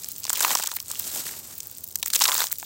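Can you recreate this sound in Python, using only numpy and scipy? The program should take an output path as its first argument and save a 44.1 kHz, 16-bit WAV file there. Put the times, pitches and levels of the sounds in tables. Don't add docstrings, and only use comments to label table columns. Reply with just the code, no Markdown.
import sys
import numpy as np
from scipy import signal
from scipy.fft import rfft, irfft
from scipy.io import wavfile
from scipy.ndimage import uniform_filter1d, minimum_filter1d, map_coordinates

SR = 44100
rng = np.random.default_rng(int(sys.argv[2]) if len(sys.argv) > 2 else 0)


def log_audio(samples):
    frames = np.atleast_2d(samples).T
    limited = np.clip(frames, -1, 1)
    pcm = np.round(limited * 32767).astype(np.int16)
    wavfile.write(sys.argv[1], SR, pcm)


def gain_from_db(level_db):
    decades = np.asarray(level_db, float) / 20
    return 10 ** decades


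N = 116865

# freq_hz, gain_db
STONE_SPECTRUM = [(350, -28), (1600, -9.5), (5500, -6), (7800, -2.5), (10200, -9.5), (13000, -5.5),
                  (15500, 0.24)]


def unit(x):
    return x / np.sqrt(np.mean(x ** 2) + 1e-20)


def along(points, freq_hz):
    point_hz, gain_db = np.transpose(points)
    return gain_from_db(np.interp(np.log(freq_hz + 1), np.log(point_hz + 1), gain_db))


def wobble(rate_hz):
    knots = rng.standard_normal(int(N * rate_hz / SR) + 4)
    return map_coordinates(knots, [np.arange(N) * rate_hz / SR])


def flow(column):
    # time_s, grit_patter_db, bed_shaking_db, sliding_sand_db
    flow_rows = np.array([(0, -42.5, -82, -47.5), (.22, -45.5, -75, -50.5), (.32, -39.5, -47, -44),
                          (0.419, -26.5, -32.5, -39), (0.558, -32.5, -36, -29.5), (.72, -38, -47, -84),
                          (.83, -50, -56, -58), (.93, -40.5, -92, -40), (1.2, -37, -58, -33),
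                          (1.42, -50, -89, -40), (1.66, -49.5, -67, -48.5), (2.0, -46, -103, -62),
                          (2.12, -47.5, -60, -45.5), (2.23, -28, -42, -41), (2.431, -28, -36.5, -38.5),
                          (2.501, -41.5, -47, -48.5), (2.65, -42.5, -85, -76)])
    return np.interp(np.arange(N) / SR, flow_rows[:, 0], flow_rows[:, column])


def hiss(spectrum):
    freq_hz = np.fft.rfftfreq(N, 1 / SR)
    return unit(irfft(rfft(rng.standard_normal(N)) * along(spectrum, freq_hz), N))


def strike(rows, body, rise_s, t60_s, tail_db, tail_t60_s, q, broad_db, under, over, size):
    peak_s, peak_db, pitch_hz = np.transpose(rows)[:, :, None]
    t = np.arange(size) / SR
    freq_hz = np.fft.rfftfreq(2 * size, 1 / SR) + 1
    noise = rng.standard_normal((len(peak_s), size))
    life = np.exp(0.32 * noise[:, :1])
    flight_s = 3 * rise_s * np.exp(0.5 * noise[:, 1:2])
    rebound_db = -17 + 2.0 * noise[:, 2:3]

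    def contact(late_s):
        decay = gain_from_db(-60 * np.maximum(late_s, 0) / (t60_s * life))
        return np.clip(late_s / rise_s + 1, 0, 1) ** 2 * decay

    burst = contact(t - rise_s)
    burst = burst + gain_from_db(rebound_db) * contact(t - rise_s - flight_s)
    burst = burst + gain_from_db(tail_db - 60 * t / tail_t60_s) * (t > rise_s)
    noise[:, round(rise_s * SR)] += 3.5

    ratio = freq_hz / pitch_hz
    ring = 1j * ratio / q / (1 - ratio * ratio + 1j * ratio / q)
    broad = gain_from_db(broad_db) * (1j * ratio / (1 + 1j * ratio)) ** under / (1 + 1j * ratio) ** over
    lead = size // 4
    excitation = np.pad(burst * noise, ((0, 0), (lead, 0)))
    hit = irfft(rfft(excitation, 2 * size) * (ring + broad) * along(body, freq_hz), axis=1)
    hit *= gain_from_db(peak_db) / abs(hit).max(1, keepdims=True)
    at = (peak_s - rise_s) * SR - lead + np.arange(2 * size)
    at = np.clip(at, 0, N).astype(int)
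    return np.bincount(at.ravel(), hit.ravel(), N + 1)[:N]


def scatter(count, level_db, spread_db, pitch_hz, octaves):
    u = rng.random((count, 3))
    at = (u[:, 0] * (N - 1)).astype(int)
    size_db = np.minimum(-spread_db * np.log(1 - u[:, 1]), 2.2 * spread_db)
    heavier_db = level_db[at] - level_db.mean()
    shift_oct = octaves * (2 * u[:, 2] - 1) - 0.028 * heavier_db
    grain_hz = np.minimum(pitch_hz * 2 ** shift_oct, 0.35 * SR)
    return np.transpose([at / SR, level_db[at] + size_db, grain_hz])


def traffic():
    # freq_hz, gain_db
    traffic_spectrum = [(22, -37), (82, 2), (130, -4.5), (320, -10), (1500, -22.5), (2500, -61)]
    shaking_db = flow(column=2)
    ducking_db = 0.066 * (shaking_db - shaking_db.min())
    return gain_from_db(-55 - ducking_db + 0.8 * wobble(1.9)) * hiss(traffic_spectrum)


def grit():
    # freq_hz, gain_db
    sand_spectrum = [(90, -19), (160, -2.5), (2500, -8.5), (6000, -2.5), (7900, 2.5), (10000, -6.5),
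                     (13000, 0.5), (15700, -6)]
    patter_db = flow(column=1) + 8.0 + 0.28 * wobble(45.16)
    grains = scatter(count=2000, level_db=patter_db, spread_db=3.5, pitch_hz=9160, octaves=1.33)
    patter = strike(grains, STONE_SPECTRUM, rise_s=0.0003, t60_s=0.005, tail_db=-12, tail_t60_s=0.047,
                    q=3, broad_db=-5.5, under=1.7, over=0.71, size=192)
    sand_db = flow(column=3) + 2.8 * wobble(32.5) + 2.2 * wobble(180)
    return patter + gain_from_db(sand_db) * hiss(sand_spectrum)


def stones():
    # peak_s, peak_db, pitch_hz
    stone_clicks = [(0.0362, -21.5, 6460), (0.042, -31, 14500), (0.0448, -14, 6240), (0.0869, -11.5, 14670),
                    (0.118, -13.5, 13120), (0.1225, -17, 14130), (0.1623, -19, 8500), (0.1819, -15, 14130),
                    (0.2009, -14.5, 14940), (0.2037, -19, 13500), (0.2343, -19, 5300), (0.2417, -12, 5300),
                    (0.2522, -9.5, 4070), (0.2673, -15.1, 4500), (0.2809, -25, 9040), (0.2956, 4, 7140),
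                    (0.3026, -5, 8230), (0.3307, -3, 8600), (0.3339, -11, 9380), (0.3402, -13, 14940),
                    (0.3564, -10.5, 4800), (0.3714, -13, 2500), (0.3752, -5, 14130), (0.4057, 2, 8900),
                    (0.4097, -13, 6800),
                    (0.4276, -11.5, 3980), (0.431, -4, 14670), (0.448, -2.5, 2450), (0.4515, -6, 14400),
                  (0.4807, -7, 13870), (0.506, -9.5, 3200), (0.5095, -16, 3400), (0.5136, -5.5, 3550),
                  (0.5241, -6.1, 8230), (0.5518, -1.5, 5400), (0.5716, -8.5, 5670), (0.5804, -11, 6960),
                  (0.5876, -13.5, 5470), (0.598, -8, 8390), (0.6249, -10.5, 4770), (0.6375, -8.5, 7160),
                  (0.6607, -13.4, 4540), (0.6726, -7.5, 6600), (0.702, -23, 5170), (0.7156, -13, 4400),
                  (0.739, -15, 14670), (0.7537, -15, 13120), (0.762, -14.5, 14940), (0.7652, -6, 13200),
                  (0.7682, -16, 3750), (0.802, -12, 5670), (0.8161, -19, 14940), (0.827, -21, 14940),
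                  (0.8596, -24.5, 6340), (0.8828, -15, 8800),
                    (0.9012, -16, 8550), (0.9146, -10, 7640), (0.9931, -7, 13870), (0.9969, -6.5, 13120),
             (1.0703, -13, 8440), (1.077, -13, 8700), (1.1488, -14, 8080), (1.39, -15.5, 13120),
             (1.3942, -20, 13360), (1.4746, -21.8, 14130), (1.5536, -21, 14940), (1.5806, -16, 14670),
             (1.5858, -17, 12400), (1.604, -11.8, 7460), (1.6315, -17, 10110), (1.6712, -11, 15000),
             (1.6994, -26, 8300), (1.7136, -21.9, 14940), (1.7507, -23, 8390), (1.7728, -19, 14130),
             (1.7837, -17, 10400), (1.808, -22.5, 13870), (1.838, -19, 14130), (1.8414, -14, 14400),
             (1.8771, -19, 14400), (1.8873, -18.1, 14130),
                    (1.9127, -21, 14400), (1.9568, -3.9, 7230), (1.9874, -18, 14400), (1.9989, -18, 13870),
                   (2.0284, -7, 4000), (2.058, -17, 6710), (2.0609, -5, 8390), (2.0708, -16, 13300),
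                   (2.0745, -13.5, 3340), (2.0803, -10, 13120), (2.1025, -10, 4130), (2.1319, -9, 10300),
                   (2.1353, -4, 4560), (2.141, -8, 8550), (2.148, -1, 10000), (2.1517, -6.5, 3120),
                   (2.1567, -3, 7200), (2.1612, -1.5, 5030), (2.1788, -9, 13120), (2.1825, -21, 5670),
                   (2.1927, -6, 13870), (2.2022, -5.6, 7640), (2.209, -6, 3040), (2.2136, -5, 3270),
                   (2.218, -1, 3370), (2.2205, -2, 5100), (2.2276, -14, 10300), (2.2392, -2, 6340),
                   (2.242, -5, 5240), (2.2547, 0.5, 3980), (2.2598, -10.5, 4060),
                    (2.2886, -10, 4450), (2.295, -9, 6960), (2.318, -5.9, 3500), (2.3432, -6.5, 8800),
                (2.3513, -9, 3770), (2.3798, -5, 7250), (2.3948, -12, 8550), (2.405, -3.7, 4020),
                (2.419, -9.5, 2500), (2.4401, -9, 5200), (2.5157, -14, 5500), (2.5205, -7.5, 14130),
                (2.524, -13, 14940), (2.5273, -2.5, 14500), (2.5847, -14, 14670), (2.5993, -15.5, 7300),
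                    (0.955, -19.5, 3060),
        (1.2781, -16, 7800),
        (2.2798, -6, 6030),
        (2.4693, -12.5, 4230),
    ]
    clicks = stone_clicks
    return strike(clicks, STONE_SPECTRUM, rise_s=0.0009, t60_s=0.009, tail_db=-19, tail_t60_s=0.023,
                  q=3, broad_db=-1.5, under=1.0, over=1.0, size=768)


def bed():
    # freq_hz, gain_db
    bed_spectrum = [(130, -42), (330, -10.5), (700, -6.5), (1000, -2.5), (2000, -6.5), (4000, -11.5)]
    # peak_s,
    # peak_db, pitch_hz
    bed_knocks = [(0.2538, -23.5, 1060), (0.2796, -26, 2100), (0.3024, -17, 1250), (0.334, -25.5, 1110),
                  (0.3502, -24, 2490), (0.357, -24.5, 2500), (0.371, -28, 2530), (0.3984, -30, 780),
                  (0.4072, -29, 1000), (0.4291, -24, 930), (0.4347, -17, 830), (0.4487, -8.5, 1000),
                  (0.4683, -20.5, 770), (0.481, -18.1, 1070), (0.5068, -11.5, 1000), (0.5157, -11, 870),
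                  (0.5316, -26, 2100), (0.5547, -9.5, 1050), (0.5893, -26, 1030), (0.5983, -19.5, 880),
                  (0.6222, -40, 1150), (0.642, -24, 840), (0.6676, -31, 1610), (0.6925, -30.9, 2130),
                  (0.7172, -20, 990), (0.7322, -33.5, 870), (0.7686, -21.5, 1940), (0.7873, -28.5, 2370),
                  (0.909, -25, 1110), (0.9365, -32.5, 1170), (1.0025, -31, 870), (1.1639, -30, 455),
                  (1.2671, -27, 1960), (1.292, -24.5, 2200), (1.3382, -28.5, 1810),
                  (2.0293, -26.7, 880), (2.0611, -23, 2070), (2.1028, -33, 1960), (2.1473, -26, 2140),
                   (2.1608, -19, 2540), (2.21, -16, 1060), (2.2178, -13, 895), (2.224, -20, 2030),
                   (2.242, -20.5, 1350), (2.2563, -17.5, 1430), (2.2656, -21, 1050), (2.2835, -16.5, 980),
                   (2.288, -10, 944), (2.2956, -16.5, 960), (2.3095, -19, 1010), (2.3186, -12, 1480),
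                   (2.3289, -20, 1030), (2.3401, -22, 1270), (2.3518, -17, 1020), (2.3803, -20, 910),
                   (2.4051, -19, 970), (2.4191, -13.5, 950), (2.4287, -22, 1350), (2.4413, -20.5, 980),
                   (2.5084, -32.5, 1590), (2.5284, -23, 1990), (2.6286, -24.5, 790),
                  (2.162, -28, 516),
    ]
    knocks = strike(bed_knocks, bed_spectrum, rise_s=0.0015, t60_s=0.009,
                    tail_db=-28, tail_t60_s=0.04, q=4, broad_db=-4.5, under=0.8, over=0.68, size=1024)
    shaking_db = flow(column=2) + 3.0 + 3.4 * wobble(29.02)
    bumps = scatter(count=500, level_db=shaking_db, spread_db=3.5, pitch_hz=2230, octaves=0.93)
    shaking = strike(bumps, bed_spectrum, rise_s=0.001, t60_s=0.018, tail_db=-20, tail_t60_s=0.033,
                     q=3, broad_db=-6, under=0.25, over=0.65, size=512)
    return knocks + shaking


def scene():
    return np.tile(traffic() + grit() + stones() + bed(), (2, 1))


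def top_cut(x):
    return signal.sosfilt(signal.butter(12, 17140, fs=SR, output="sos"), x)


def record(dry):
    needed = np.minimum(1, 0.8 / (abs(dry) + 1e-9))
    lowest = minimum_filter1d(needed, size=96, axis=1)
    held = dry * uniform_filter1d(lowest, size=48, axis=1)
    passed = np.fft.rfftfreq(N, 1 / SR) < 15850
    mix = irfft(rfft(held) * passed, N)
    return top_cut(mix)


dry = scene()
out = record(dry)
log_audio(out)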